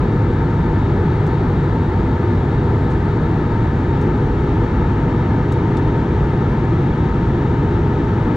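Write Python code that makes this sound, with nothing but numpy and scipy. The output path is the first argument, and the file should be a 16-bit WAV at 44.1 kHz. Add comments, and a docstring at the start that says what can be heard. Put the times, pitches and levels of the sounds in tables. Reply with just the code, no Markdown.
"""A deep, even exhaust rumble fills the cabin at a window seat beside the engine of a cruising airliner.
Turbulent air rushes over the skin and drives the wall panels at their resonances, and the vents hiss.
Both engine fans hum on harmonics of their shaft speeds, two cabin fans beat slowly, duct fans whine,
and slipping plastic trim ticks faintly. The treble changes colour slightly as the microphone
shifts once beside the reflecting pane."""
import sys
import numpy as np
from scipy.fft import rfft, irfft, next_fast_len
from scipy.io import wavfile
from scipy.ndimage import uniform_filter1d, minimum_filter1d, map_coordinates

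SR = 44100
rng = np.random.default_rng(int(sys.argv[2]) if len(sys.argv) > 2 else 0)


def master(y):
    """Save y as 16-bit WAV."""
    cut = np.clip(np.atleast_2d(y).T, -1, 1)
    pcm = np.round(cut * 32767)  # scale
    wavfile.write(sys.argv[1], SR, pcm.astype(np.int16))


N = 368676
FFT_SIZE = next_fast_len(N + 8192)
HZ = np.fft.rfftfreq(FFT_SIZE, 1 / SR)
TIME = np.arange(N) / SR

# Sound field at the two microphone ports: frequency_hz, coherence, left_over_right_db, left_lead_rad
PORT_FIELD = [(50, .9995, -0.4, 0), (150, 1, .5, 0), (350, 1, 0.64, 0.082), (510, 0.97, 0.3, -0.19),
              (700, 0.92, 1.5, -.38), (860, 0.77, 4, -.38), (1060, .68, 3.5, -0.56), (1270, 0.8, 4, 0.16),
              (1500, .7, 4, -.6), (1820, 0.99, 4, -0.87), (2480, .71, 2.5, -1.15), (4200, 0.92, 0.5, -0.69),
              (9000, 0.2, 2.2, 0.14), (11500, 0.1, 3.5, .2)]
# Colour of the pane's reflection before the shift: frequency_hz, gain_db
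PANE_COLOUR = [(1000, 0), (1800, 0), (3050, -0.7), (3750, 0.3), (4500, 0.8), (5800, -1), (7500, 0.3)]
# Wall panel resonances: centre_hz, width_hz, lift_db, left_over_right_db
PANEL_MODES = [(344, 33, 3, 1), (481.6, 43.5, 10, 2), (772, 32, 4.5, 0.5), (887.6, 94, 9.5, 0),
               (995, 50, 4.5, 2), (1270, 126, 6, 2.5), (1748, 95, 4, 0), (3340, 60, 2, 0.5),
               (3580, 45, 2, -0.5)]
# Slips of the plastic trim: start_s, level_db, tilt_db_per_octave, burst_t60_s
TRIM_SLIPS = [(1.2655, -49, 6, .035), (1.273, -53, 0.5, .09), (2.903, -52.5, 0, .13), (2.913, -54, -1, .1),
              (4.013, -46.5, 3, 0.038), (4.022, -57.5, 7, .1), (5.521, -39, 3.5, 0.032),
              (5.529, -49.5, 2.5, 0.07), (5.769, -38.3, -4.5, .04), (5.777, -52, -1, .08)]
# Spectrum of a slip's noise burst: frequency_hz, relative_db
SLIP_SPECTRUM = [(200, -120), (1800, -9), (3600, -0.5), (6500, 2), (9200, -8.5), (12000, -15.5),
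                 (14000, -22), (15500, -33)]
# Resonances of the trim: pitch_hz, relative_db, t60_s
TRIM_RESONANCES = [(3740, -1, 0.057), (6350, -10, .035), (9350, -18, .025), (11600, -22, .03)]
# Duct fan tones: pitch_hz, level_db
DUCT_TONES = [(820.1, -54.5), (916.8, -38.4)]
# Hiss of the air nozzles: frequency_hz, density_db_per_hz
NOZZLE_SPECTRUM = [(1000, -110), (3500, -94.5), (5500, -93.5), (7000, -96), (7700, -99), (8200, -105.7),
                   (9600, -107.5), (10200, -113.5), (12500, -116.5), (13100, -145), (14000, -170)]
# Engine fan tones: shaft_multiple (rounded in use), near_level_db, far_level_db
SHAFT_HARMONICS = [(1, -29.5, -44), (2, -33.3, -47.5), (3, -44, -32), (9, -48.5, -58), (18, -53, -59),
                   (24, -53.5, -58), (27, -53.5, -58.5), (36, -57, -65.5), (45, -68, -73.5),
                   (48, -68.5, -61), (54, -72, -75), (66.2, -60, -67.5), (72, -74.5, -79.5),
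                   (80.4, -77, -81.5)]
# Rush of air over the skin: frequency_hz, density_db_per_hz
SLIPSTREAM_SPECTRUM = [(100, -72.5), (400, -65), (600, -60), (900, -63), (1130, -65.5), (1650, -66.5),
                       (1900, -70), (2300, -73.5), (2600, -79.5), (3300, -81), (4400, -87), (5000, -97.5),
                       (7000, -115), (14000, -150)]
# Rumble of the exhaust: frequency_hz, density_db_per_hz
EXHAUST_SPECTRUM = [(8, -65), (19, -49.5), (32, -50), (45, -40), (73, -40.5), (88, -35.5), (112, -35),
                    (125, -41), (136, -35), (150, -36), (165, -40.5), (192, -44.5), (218, -43.5),
                    (300, -45.5), (360, -46.5), (420, -54.5), (540, -69.5), (900, -86.5), (2500, -140)]


def amp(db):
    """Amplitude ratio for a level in decibels."""
    return 10 ** (np.asarray(db) / 20)


def unit(x):
    """Normalisation to rms 1."""
    return x / np.sqrt(np.mean(np.abs(x) ** 2))


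def along(table, hz):
    """Interpolation of a table's columns on a logarithmic frequency axis."""
    knots_hz, *columns = np.transpose(table)
    return np.array([np.interp(np.log(hz + 1), np.log(knots_hz + 1), column) for column in columns])


def wobble(rate_hz):
    """Smooth random modulation of rms 1, with rate_hz knots a second."""
    knots = rng.standard_normal(int(N * rate_hz / SR) + 4)
    return unit(map_coordinates(knots, [TIME * rate_hz + 1]))


def pan(db):
    """Left and right gains for a level difference."""
    return amp(np.array([db, -db]) / 2)


def filtered(x, gain):
    """Linear filtering: one gain for each frequency in HZ."""
    return irfft(rfft(x, FFT_SIZE) * gain, FFT_SIZE)[:, :N]


def cabin_noise(density_db):
    """Partial coherence: noise reaches both ports as one wave in the bass, more diffusely in the treble."""
    coherence, balance_db, lead_rad = along(PORT_FIELD, HZ)
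    mix_rad = np.arccos(np.clip(coherence, 0, 1)) / 2
    common, apart = rfft(rng.standard_normal((2, FFT_SIZE))) * [np.cos(mix_rad), np.sin(mix_rad)]
    pair = np.array([common + apart, common - apart]) * pan(balance_db)
    pair *= np.exp(0.5j * np.array([lead_rad, -lead_rad]))
    return irfft(pair * amp(density_db) * np.sqrt(SR / 2), FFT_SIZE)[:, :N]


def cabin_tone(hz, cycles, scatter, flutter_hz):
    """Scattering: turbulent air adds a random part to a steady tone, so its level and phase waver."""
    coherence, balance_db, lead_rad = along(PORT_FIELD, hz)
    mix_rad = np.arccos(np.clip(coherence, 0, 1)) / 2
    common, apart = [unit(wobble(flutter_hz) + 1j * wobble(flutter_hz)) for _ in range(2)]
    scattered = np.cos(mix_rad) * common + np.sin(mix_rad) * np.array([apart, -apart])
    steady = np.exp(2j * np.pi * rng.random())
    envelope = unit(steady + scatter * scattered)
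    phase = 2 * np.pi * cycles + np.array([[lead_rad], [-lead_rad]]) / 2
    return np.sqrt(2) * pan(balance_db)[:, None] * np.real(envelope * np.exp(1j * phase))


def panel_lift_db():
    """Resonant transmission: more noise passes the wall near the natural frequencies of its panels."""
    return sum(np.exp(-2 * ((HZ - hz) / width_hz) ** 2) * (db + np.array([[side_db], [-side_db]]) / 2)
               for hz, width_hz, db, side_db in PANEL_MODES)


def pane_reflection(x, shift_start_s=3.3, shift_length_s=1.4):
    """Interference: the reflection lifts and hollows bands, which swap as the microphone shifts."""
    position = 1 - 2 * np.clip((TIME - shift_start_s) / shift_length_s, 0, 1)
    return x + position * filtered(x, amp(along(PANE_COLOUR, HZ)) - 1)


def trim_ticks(attack_s=0.0007, spread=0.3, balance_db=2.5, detune=0.025, pivot_hz=6000):
    """Stick-slip friction: plastic trim gives a short bright burst and rings in quickly damped modes."""
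    ticks = np.zeros((2, N))
    t = TIME[:SR // 4]
    bins_hz = np.fft.rfftfreq(len(t), 1 / SR)
    for start_s, level_db, tilt_db, burst_t60_s in TRIM_SLIPS:
        colour = amp(along(SLIP_SPECTRUM, bins_hz) + tilt_db * np.log2(bins_hz + 1))
        white = rng.standard_normal((2, len(t)))
        mid, side = unit(irfft(rfft(white) * colour, len(t)))
        burst = amp(-60 * t / burst_t60_s) * np.array([mid + spread * side, mid - spread * side])
        ring = np.zeros(len(t))
        for hz, mode_db, t60_s in TRIM_RESONANCES:
            onset_db = mode_db + tilt_db * np.log2(hz / pivot_hz) + rng.normal(0, 2)
            pitch_hz = hz * rng.normal(1, detune)
            ring += amp(onset_db - 60 * t / t60_s) * np.sin(2 * np.pi * pitch_hz * t)
        rise = 1 - np.exp(-t / attack_s)
        ticks[:, round(start_s * SR):][:, :len(t)] += amp(level_db) * rise * (burst + ring)
    return ticks * pan(balance_db)[:, None]


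def nozzle_hiss():
    """Jet noise: air leaving the nozzles makes a broad treble hiss."""
    return cabin_noise(along(NOZZLE_SPECTRUM, HZ))


def duct_fans():
    """Periodic forcing: fans at constant speed whine on fixed pitches."""
    return sum(amp(db) * cabin_tone(hz, hz * TIME, scatter=0.22, flutter_hz=9) for hz, db in DUCT_TONES)


def cabin_fans(pitch_hz=410.05, near_db=-32, far_db=-42.5):
    """Beating: two fans at nearly one speed pass in and out of step, so their hum swells and sinks."""
    in_step_s, beat_hz, slowing_hz_per_s = 4.26, 0.622, 0.028
    since_s = TIME - in_step_s
    lead_cycles = beat_hz * since_s - slowing_hz_per_s * since_s ** 2 / 2
    phasor = amp(near_db) + amp(far_db) * np.exp(2j * np.pi * lead_cycles)
    cycles = pitch_hz * TIME + np.angle(phasor) / (2 * np.pi)
    return np.abs(phasor) * cabin_tone(pitch_hz, cycles, scatter=0.1, flutter_hz=7)


def slipstream(swell_db=0.16, swell_rate_hz=3):
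    """Boundary-layer noise: turbulent air on the skin is heard through the wall, barely swelling."""
    rush = cabin_noise(along(SLIPSTREAM_SPECTRUM, HZ) + panel_lift_db())
    return rush * amp(swell_db * wobble(swell_rate_hz))


def engine_fan(levels_db, shaft_hz, drift_hz):
    """Shaft harmonics: unequal blades sound multiples of the speed; turbulence blurs high ones most."""
    turns = np.cumsum(shaft_hz + drift_hz * wobble(1)) / SR
    hum = np.zeros((2, N))
    for (multiple, *_), db in zip(SHAFT_HARMONICS, levels_db):
        k = round(multiple)
        hum += amp(db) * cabin_tone(k * shaft_hz, k * turns, scatter=0.15 + k / 350, flutter_hz=3 + k / 2)
    return hum


def engines():
    """Beating: the two shafts differ slightly in speed, so their tones beat, the high ones fastest."""
    _, near_db, far_db = np.transpose(SHAFT_HARMONICS)
    near = engine_fan(near_db, shaft_hz=56.73, drift_hz=0.003)
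    far = engine_fan(far_db, shaft_hz=56.785, drift_hz=0.01)
    return near + far


def exhaust():
    """Jet noise: the exhaust comes through the resonant wall as a deep, even rumble."""
    return cabin_noise(along(EXHAUST_SPECTRUM, HZ) + panel_lift_db())


def scene():
    """Superposition: the continuous sources add, coloured by the pane, and the trim ticks over them."""
    drone = exhaust() + slipstream() + engines() + cabin_fans() + duct_fans() + nozzle_hiss()
    return pane_reflection(drone) + trim_ticks()


def record(dry, split_hz=380, ceiling_db=-8.4, hold_s=0.018, top_hz=16000):
    """Limiting: the bass gain dips just ahead of peaks over the ceiling; a low-pass cuts the top treble."""
    bass = filtered(dry, 1 / (1 + (HZ / split_hz) ** 6))
    needed_gain = 1 / np.maximum(1, np.abs(bass).max(axis=0) / amp(ceiling_db))
    span = round(hold_s * SR)
    gain = uniform_filter1d(minimum_filter1d(needed_gain, span), span)
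    return filtered(dry + (gain - 1) * bass, HZ < top_hz)


dry = scene()
out = record(dry)
master(out)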